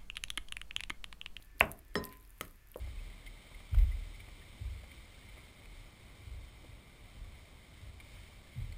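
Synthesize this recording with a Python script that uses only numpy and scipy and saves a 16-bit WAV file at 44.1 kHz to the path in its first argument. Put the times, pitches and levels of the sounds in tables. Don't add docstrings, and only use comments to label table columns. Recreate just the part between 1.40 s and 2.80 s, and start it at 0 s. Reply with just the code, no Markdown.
import sys
import numpy as np
from scipy import signal
from scipy.io import wavfile

SR = 44100
rng = np.random.default_rng(int(sys.argv[2]) if len(sys.argv) > 2 else 0)


def volts_from_decibels(level):
    exponent = np.asarray(level, float) / 20
    return 10 ** exponent


def wav_out(sig):
    wavfile.write(sys.argv[1], SR, np.round(np.clip(np.atleast_2d(sig).T, -1, 1) * 32767).astype(np.int16))


N = 61739

# [start_s, level_db (peak), contact_rise_s, thud_db (worktop), room_db]
KNOCKS = [
    (0.2084, -11.5, 0.00054, -36, -10.5),
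    (.5540, -28.5, 0.0006, -39.5, -8),
    (1.01, -27.5, 0.00014, -46, -12.5),
    (1.3585, -36, 0.00047, -56.5, -11),
]


def rms_one(x):
    return x / np.sqrt(np.mean(x ** 2) + 1e-20)


def at_hz(points, hz, axis=1):
    points = np.array(points)
    return np.interp(np.log(hz), np.log(points[:, 0]), points[:, axis])


def contour(times_s, levels_db):
    return volts_from_decibels(np.interp(np.arange(N) / SR, times_s, levels_db))


def seconds_after(start_s):
    return np.maximum(np.arange(N) / SR - start_s, 0)


def swell(t, rise_s):
    return 1 - np.exp(-(t / rise_s) ** 2)


def resonance(x, hz, width_hz):
    r = np.exp(-np.pi * width_hz / SR)
    zeros = np.array([1, 0, -1]) * (1 - r * r) / 2
    poles = [1, -2 * r * np.cos(2 * np.pi * hz / SR), r * r]
    return signal.lfilter(zeros, poles, x)


def bandpass(x, low_hz, high_hz):
    return signal.sosfilt(signal.butter(2, [low_hz, high_hz], "band", fs=SR, output="sos"), x)


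def bands(white):
    edges = 20 * 2 ** np.arange(0, 10.1, .5)
    for k, (low, high) in enumerate(zip(edges, edges[1:])):
        yield np.sqrt(low * high), bandpass(white[k % 2], low, high)


def struck(start_s, hz, db, t60, rise_s):
    t = seconds_after(start_s)
    return volts_from_decibels(db - 60 * t / t60) * swell(t, rise_s) * np.sin(2 * np.pi * hz * t)


def background():
    # [pitch_hz, density_db (per Hz)]
    air_spectrum = [(12, -28), (20, 7), (67, -7.5), (285, -30), (422, -28), (499, -33.5), (2320, -29),
                    (2990, -35.5), (16000, -47.5)]
    # [pitch_hz, level_db (rms), width_hz]
    fan = [
        (1757, -80, 9),
        (49, -64, 6),
    ]
    white = rng.standard_normal((3, N + SR))
    air = sum(band[SR:] * volts_from_decibels(at_hz(air_spectrum, hz)) for hz, band in bands(white))
    sound = volts_from_decibels(-57.5) * rms_one(air)
    for hz, db, width_hz in fan:
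        tone = resonance(resonance(white[2], hz, width_hz), hz, width_hz)
        sound += volts_from_decibels(db) * rms_one(tone[SR:])
    return sound


def snap_colour(high, low):
    # [pitch_hz, width_hz, level_db]
    film = [
        (12400, 900, -4.5),
        (9600, 1400, -10),
    ]
    tick_hz, tick_width_hz = 12270, 6300
    dull_hz, dull_width_hz = 4200, 2440
    bright = resonance(resonance(high, tick_hz, tick_width_hz), tick_hz, 1.7 * tick_width_hz)
    bright += sum(volts_from_decibels(db) * resonance(high, hz, width_hz) for hz, width_hz, db in film)
    return bright + resonance(resonance(low, dull_hz, dull_width_hz), dull_hz, dull_width_hz)


def stirring():
    # [time_s, crackle_db, drag_db (blade on glass)]
    stroke = [(0, -66, -75), (.06, -68.5, -79), (0.119, -80, -81), (.22, -60, -76), (.33, -64.5, -75),
              (.42, -74, -100), (.6, -69, -63.5), (.66, -60.5, -65), (.71, -64, -68.5),
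              (0.733, -61.5, -62.5), (.78, -67, -76), (.9, -67.5, -94.5), (0.979, -65.5, -77.5),
              (1.06, -60, -66), (1.131, -68, -100), (1.249, -73, -83), (1.319, -70.5, -79), (1.4, -63, -92)]
    crackle_per_s, grit_per_s, spread_db = 130, 1500, 5.5
    drag_hz, drag_width_hz = 1900, 1100
    times_s, wet_db, drag_db = np.transpose(stroke)
    sizes = volts_from_decibels(spread_db * np.minimum(rng.exponential(1, N), 4)) * rng.choice([-1, 1], N)
    grains = sizes * (rng.random(N) < crackle_per_s / SR)
    smear = rng.standard_normal(N)
    wet = volts_from_decibels(-9) * rms_one(snap_colour(grains, 0.21 * grains))
    wet += volts_from_decibels(-7) * rms_one(snap_colour(smear, 0.13 * smear))
    grit = sizes * (rng.random(N) < grit_per_s / SR)
    grit = resonance(resonance(grit, drag_hz, drag_width_hz), drag_hz, 2 * drag_width_hz)
    return contour(times_s, wet_db) * wet + contour(times_s, drag_db) * rms_one(grit)


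def bowl_rub():
    # [time_s, level_db]
    rub_path = [(0, -75), (.1, -87), (.16, -66), (.2, -72), (.3, -79.5), (.4, -75), (.45, -75), (.52, -73),
                (.7, -76), (.85, -75), (.95, -79.5), (1.199, -99), (1.4, -87)]
    hz, width_hz = 300, 130
    rub = resonance(resonance(rng.standard_normal(N), hz, width_hz), hz, width_hz)
    return contour(*np.transpose(rub_path)) * rms_one(rub)


def pops():
    # [start_s, pitch_hz, level_db, t60_s, rise_s]
    pockets = [
        (1.344, 2850, -37, .004, .0003),
        (.2046, 2300, -26, .004, .0002),
        (.2045, 8000, -27, .003, .0002),
        (1.0975, 4200, -51, .0025, .0002),
        (.6405, 4500, -43, .006, .0003),
        (.7262, 3600, -54, .006, .0003),
        (.6925, 2600, -52, .005, .0003),
        (.0225, 3400, -54, .004, .0003),
    ]
    return sum(struck(*pocket) for pocket in pockets)


def snaps():
    # [start_s, level_db (peak), low_part_db (relative)]
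    some_snaps = [(0.3159, -28, -26), (0.3759, -54, -20), (0.3853, -51, -22.5), (0.45, -53, -29.5),
                  (0.4809, -55.5, -12), (0.6402, -34, -7), (0.6447, -41, -16), (0.6525, -29.5, -22),
                  (0.7714, -46, -17), (1.0805, -46.5, -11.5), (1.2864, -50.5, -27), (1.3723, -48, -19.5)]
    more_snaps = [(0.0236, -57, 4.5), (0.0268, -47, -27), (.0482, -48.5, -31), (0.115, -63, -4),
                  (0.185, -81, -15), (0.1955, -42, -1.5), (0.312, -48, -25.5), (0.3198, -47, -22),
                  (0.323, -40, -19), (0.3333, -53, -24), (.3425, -72, -22.5), (0.3914, -55.5, -19),
                  (0.3904, -45, -16), (.3934, -56, -22), (.4675, -66.5, -24.5), (0.5435, -47, -10),
                  (.658, -46, -7), (.6592, -54, -14), (.665, -46, -16), (0.6906, -46, -35),
                  (0.692, -55, -2), (0.7256, -42.5, -21), (0.729, -52, -14), (.736, -52, -18),
                  (.800, -49, -23.5), (.809, -49.5, -20), (0.827, -51, -15), (.850, -51, -7),
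                  (.876, -50, -13), (.895, -52, -27.5)]
    other_snaps = [(0.9049, -44.5, -22), (0.2031, -26, -29), (0.2044, -25, -5.5), (0.2012, -35, -22),
                   (0.6406, -38, -3.5), (0.655, -46, -25), (1.3655, -50.5, -24), (1.3763, -54, -25),
                   (1.335, -54, -25), (.944, -61.5, -29.5), (0.962, -65, -23.5), (.979, -54, -27),
                   (0.985, -50, -17), (1.002, -46, -17), (1.0423, -47, -21), (1.049, -49, -11),
                   (1.051, -41.5, -29), (1.0972, -61, -22), (1.116, -57, -23), (1.272, -52, -8.5),
                   (1.3038, -56.5, -26.5), (1.315, -57.5, -23), (1.317, -41.5, -22.5), (1.343, -55, -16),
                   (1.3613, -51, -30), (1.3725, -45.5, -13.5), (1.387, -51, -25), (1.3931, -44.5, -20)]
    length, decay_s = 300, 0.00052
    high, low = np.zeros(N + length), np.zeros(N + length)
    t = np.arange(length) / SR / decay_s
    shape = t * np.exp(1 - t * 2.075)
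    for start_s, db, low_db in list(some_snaps) + list(more_snaps) + list(other_snaps):
        i = int(start_s * SR)
        burst = rng.choice([-1., 1.], length) * shape * volts_from_decibels(db + 6.0)
        high[i:i + length] += burst
        low[i:i + length] += burst * volts_from_decibels(low_db + 10.5)
    return snap_colour(high[:N], low[:N])


def bowl_modes(ring_share):
    # [pitch_hz, level_db, t60_s]
    modes_per_knock = [
        [(677, -3, 0.027), (1030.5, -1, 0.017), (2102, 12, 0.0054), (2660, 7.5, 0.0096), (1500, -9, 0.032),
         (4703, -37, 0.004), (3500, -24.5, .004), (5700, -39.5, .004)],
        [(418, -5, 0.03), (515, 3, 0.021), (865, -2.5, 0.027), (1260, -0.5, 0.034), (1860, 9, 0.014),
         (3175, 3.5, 0.011), (4800, 6, 0.0049), (7700, -9.5, 0.017)],
        [(548, -2, 0.012), (1280, -1.5, 0.021), (2035, 3.5, 0.0086), (3090, -3, 0.011), (5560, -35, 0.0056),
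         (6700, -8, 0.0075), (7840, -8.5, 0.011), (9590, -7.5, 0.012), (12800, -15, 0.01), (15000, -6, 0.0098)],
        [(512, 8.5, 0.019), (930, 3, 0.012), (1380, -25, 0.04)],
    ]
    lags_s = [0.00098, 0.0003, 0.00025, 0.00027]
    sound = np.zeros(N)
    for (start_s, level_db, rise_s, *_), modes, lag_s in zip(KNOCKS, modes_per_knock, lags_s):
        for hz, db, t60 in modes:
            late_s = lag_s * max(1 - np.log2(hz / 500) / 3, 0)
            mode = struck(start_s + late_s, hz, level_db + db, ring_share * t60, rise_s)
            sound -= mode / np.sqrt(ring_share)
    return sound


def crack(start_s, rise_s, db, decay_s, top_hz):
    t = seconds_after(start_s)
    hiss = rms_one(bandpass(rng.standard_normal(N), 2503, top_hz))
    return volts_from_decibels(db) * hiss * np.exp(-t / decay_s) * swell(t, rise_s)


def worktop(start_s, thud_db, tilt_db, t60, modal_db):
    # [level_db, t60_s], with their pitches [pitch_hz]
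    board_modes = [(-4.5, 0.38), (-9, 0.5), (-6, 0.22), (-5, .3), (2, 0.29), (-5, 0.41), (-16.5, .25),
                   (-1.5, 0.35), (-1.5, .25), (-0.5, .2), (-16, 0.1)]
    board_hz = [73.5, 126, 154, 174, 220.5, 272.5, 344, 405, 431, 461, 726]
    low_hz, high_hz, rise_s = 35, 480, 0.0056
    t = seconds_after(start_s)
    blur = np.zeros(N)
    for hz, band in bands(rng.standard_normal((2, N))):
        if low_hz < hz < 1500:
            blur += band * volts_from_decibels(tilt_db * np.log2(hz / 150)) / (1 + (hz / high_hz) ** 2)
    sound = rms_one(blur) * volts_from_decibels(thud_db + 0.5 - 60 * t / t60) * swell(t, rise_s)
    signs = rng.choice([-1, 1], len(board_modes))
    for sign, hz, (db, ring_s) in zip(signs, board_hz, board_modes):
        sound += sign * struck(start_s, hz, modal_db + db, ring_s, rise_s)
    return sound


def ringing_glass():
    # [level_db, t60_s, split_hz], their centres [pitch_hz] and pair balance [ratio]
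    glass_modes = [(-44, .5, 3), (-48, .28, 4), (-51, .15, 14), (-59, .11, 25), (-46, .14, 19),
                   (-59, .22, 17), (-64, .14, 20), (-60, .09, 23), (-60, .12, 18), (-70, .08, 20),
                   (-63, .08, 20), (-76, .08, 17), (-64, .08, 30), (-70, .14, 25), (-76, .15, 20)]
    glass_hz = [1017, 1844, 3965, 4150, 5232, 6595, 7542, 8150, 9695, 11660, 13200, 15100, 7316, 6783, 4834]
    pair_balance = [.3, 1, .9, .6, .8] + [.75] * 10
    freedom_db = [
        -22,
        4,
        -22,
        -52,
    ]
    flutter_db, flutter_hz = 2.5, 60
    step = SR // flutter_hz
    sound = np.zeros(N)
    for hz, balance, (db, t60, split_hz) in zip(glass_hz, pair_balance, glass_modes):
        drift = rng.standard_normal(N // step + 2)
        drift = np.interp(np.arange(N) / step, np.arange(len(drift)), drift)
        flutter = volts_from_decibels(flutter_db * min(hz / 4000, 1) * drift)
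        for (start_s, *_), free_db in zip(KNOCKS, freedom_db):
            upper = struck(start_s, hz + split_hz / 2, db + free_db, t60, 0.0015)
            lower = struck(start_s, hz - split_hz / 2, db + free_db, t60, 0.002)
            sound += flutter * (upper - balance * lower)
    return sound


def knocks():
    # [crack_db, crack_decay_s, worktop_tilt_db (per octave), worktop_t60_s, worktop_modal_db]
    contacts = [
        (-37.5, 0.0025, -3, 0.36, -44.5),
        (-38.5, 0.0025, -0.5, 0.4, -36),
        (-38.5, 0.0024, -4, 0.3, -60.5),
        (-60, 0.0017, 2, 0.2, -66.5),
    ]
    crack_tops_hz = [13000, 10500, 16300, 8000]
    crack_room_db = [3, -5, 0, -4]
    glass = ringing_glass()
    dry = bowl_modes(1) + glass
    send = volts_from_decibels(-17) * glass
    far = bowl_modes(0.59)
    for knock, contact, top_hz, echo_db in zip(KNOCKS, contacts, crack_tops_hz, crack_room_db):
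        start_s, _, rise_s, thud_db, room_db = knock
        crack_db, decay_s, *board = contact
        hiss = crack(start_s, rise_s, crack_db, decay_s, top_hz)
        dry += hiss + worktop(start_s, thud_db, *board)
        send += volts_from_decibels(room_db + echo_db) * hiss
    return dry, send + far_send(far)


def far_send(far):
    starts = [int(knock[0] * SR) for knock in KNOCKS]
    sent = np.zeros(N)
    for start, end, knock in zip(starts, starts[1:] + [N], KNOCKS):
        sent[start:end] = volts_from_decibels(knock[4]) * far[start:end]
    return sent


def kitchen(x):
    # [pitch_hz, t60_s, colour_db]
    room = [(60, .5, 2), (300, .36, 2), (900, .27, 3), (1900, .21, 3), (2650, .15, -8), (3500, .18, 4),
            (8000, .17, 0), (16000, .12, -3)]
    t = np.arange(SR // 2) / SR
    tail = np.zeros(len(t))
    for hz, band in bands(rng.standard_normal((2, len(t)))):
        tail += band * volts_from_decibels(at_hz(room, hz, axis=2) - 60 * t / at_hz(room, hz))
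    tail *= swell(t, 0.00089)
    return signal.fftconvolve(x, tail / np.sqrt(np.sum(tail[:SR // 10] ** 2)))[:N]


def scene():
    bed = background() + stirring() + bowl_rub()
    bursts, tears = pops(), snaps()
    hits, hits_send = knocks()
    room = kitchen(hits_send + volts_from_decibels(-9.5) * bursts + volts_from_decibels(-17) * tears)
    return (bed + bursts + tears + hits + room)[None]


def roll_off(x):
    return signal.sosfilt(signal.butter(12, 16980, fs=SR, output="sos"), x)


def record(dry):
    cut = signal.sosfilt(signal.cheby2(10, 50, 16900, fs=SR, output="sos"), dry)
    return roll_off(cut)


dry = scene()
out = record(dry)
wav_out(out)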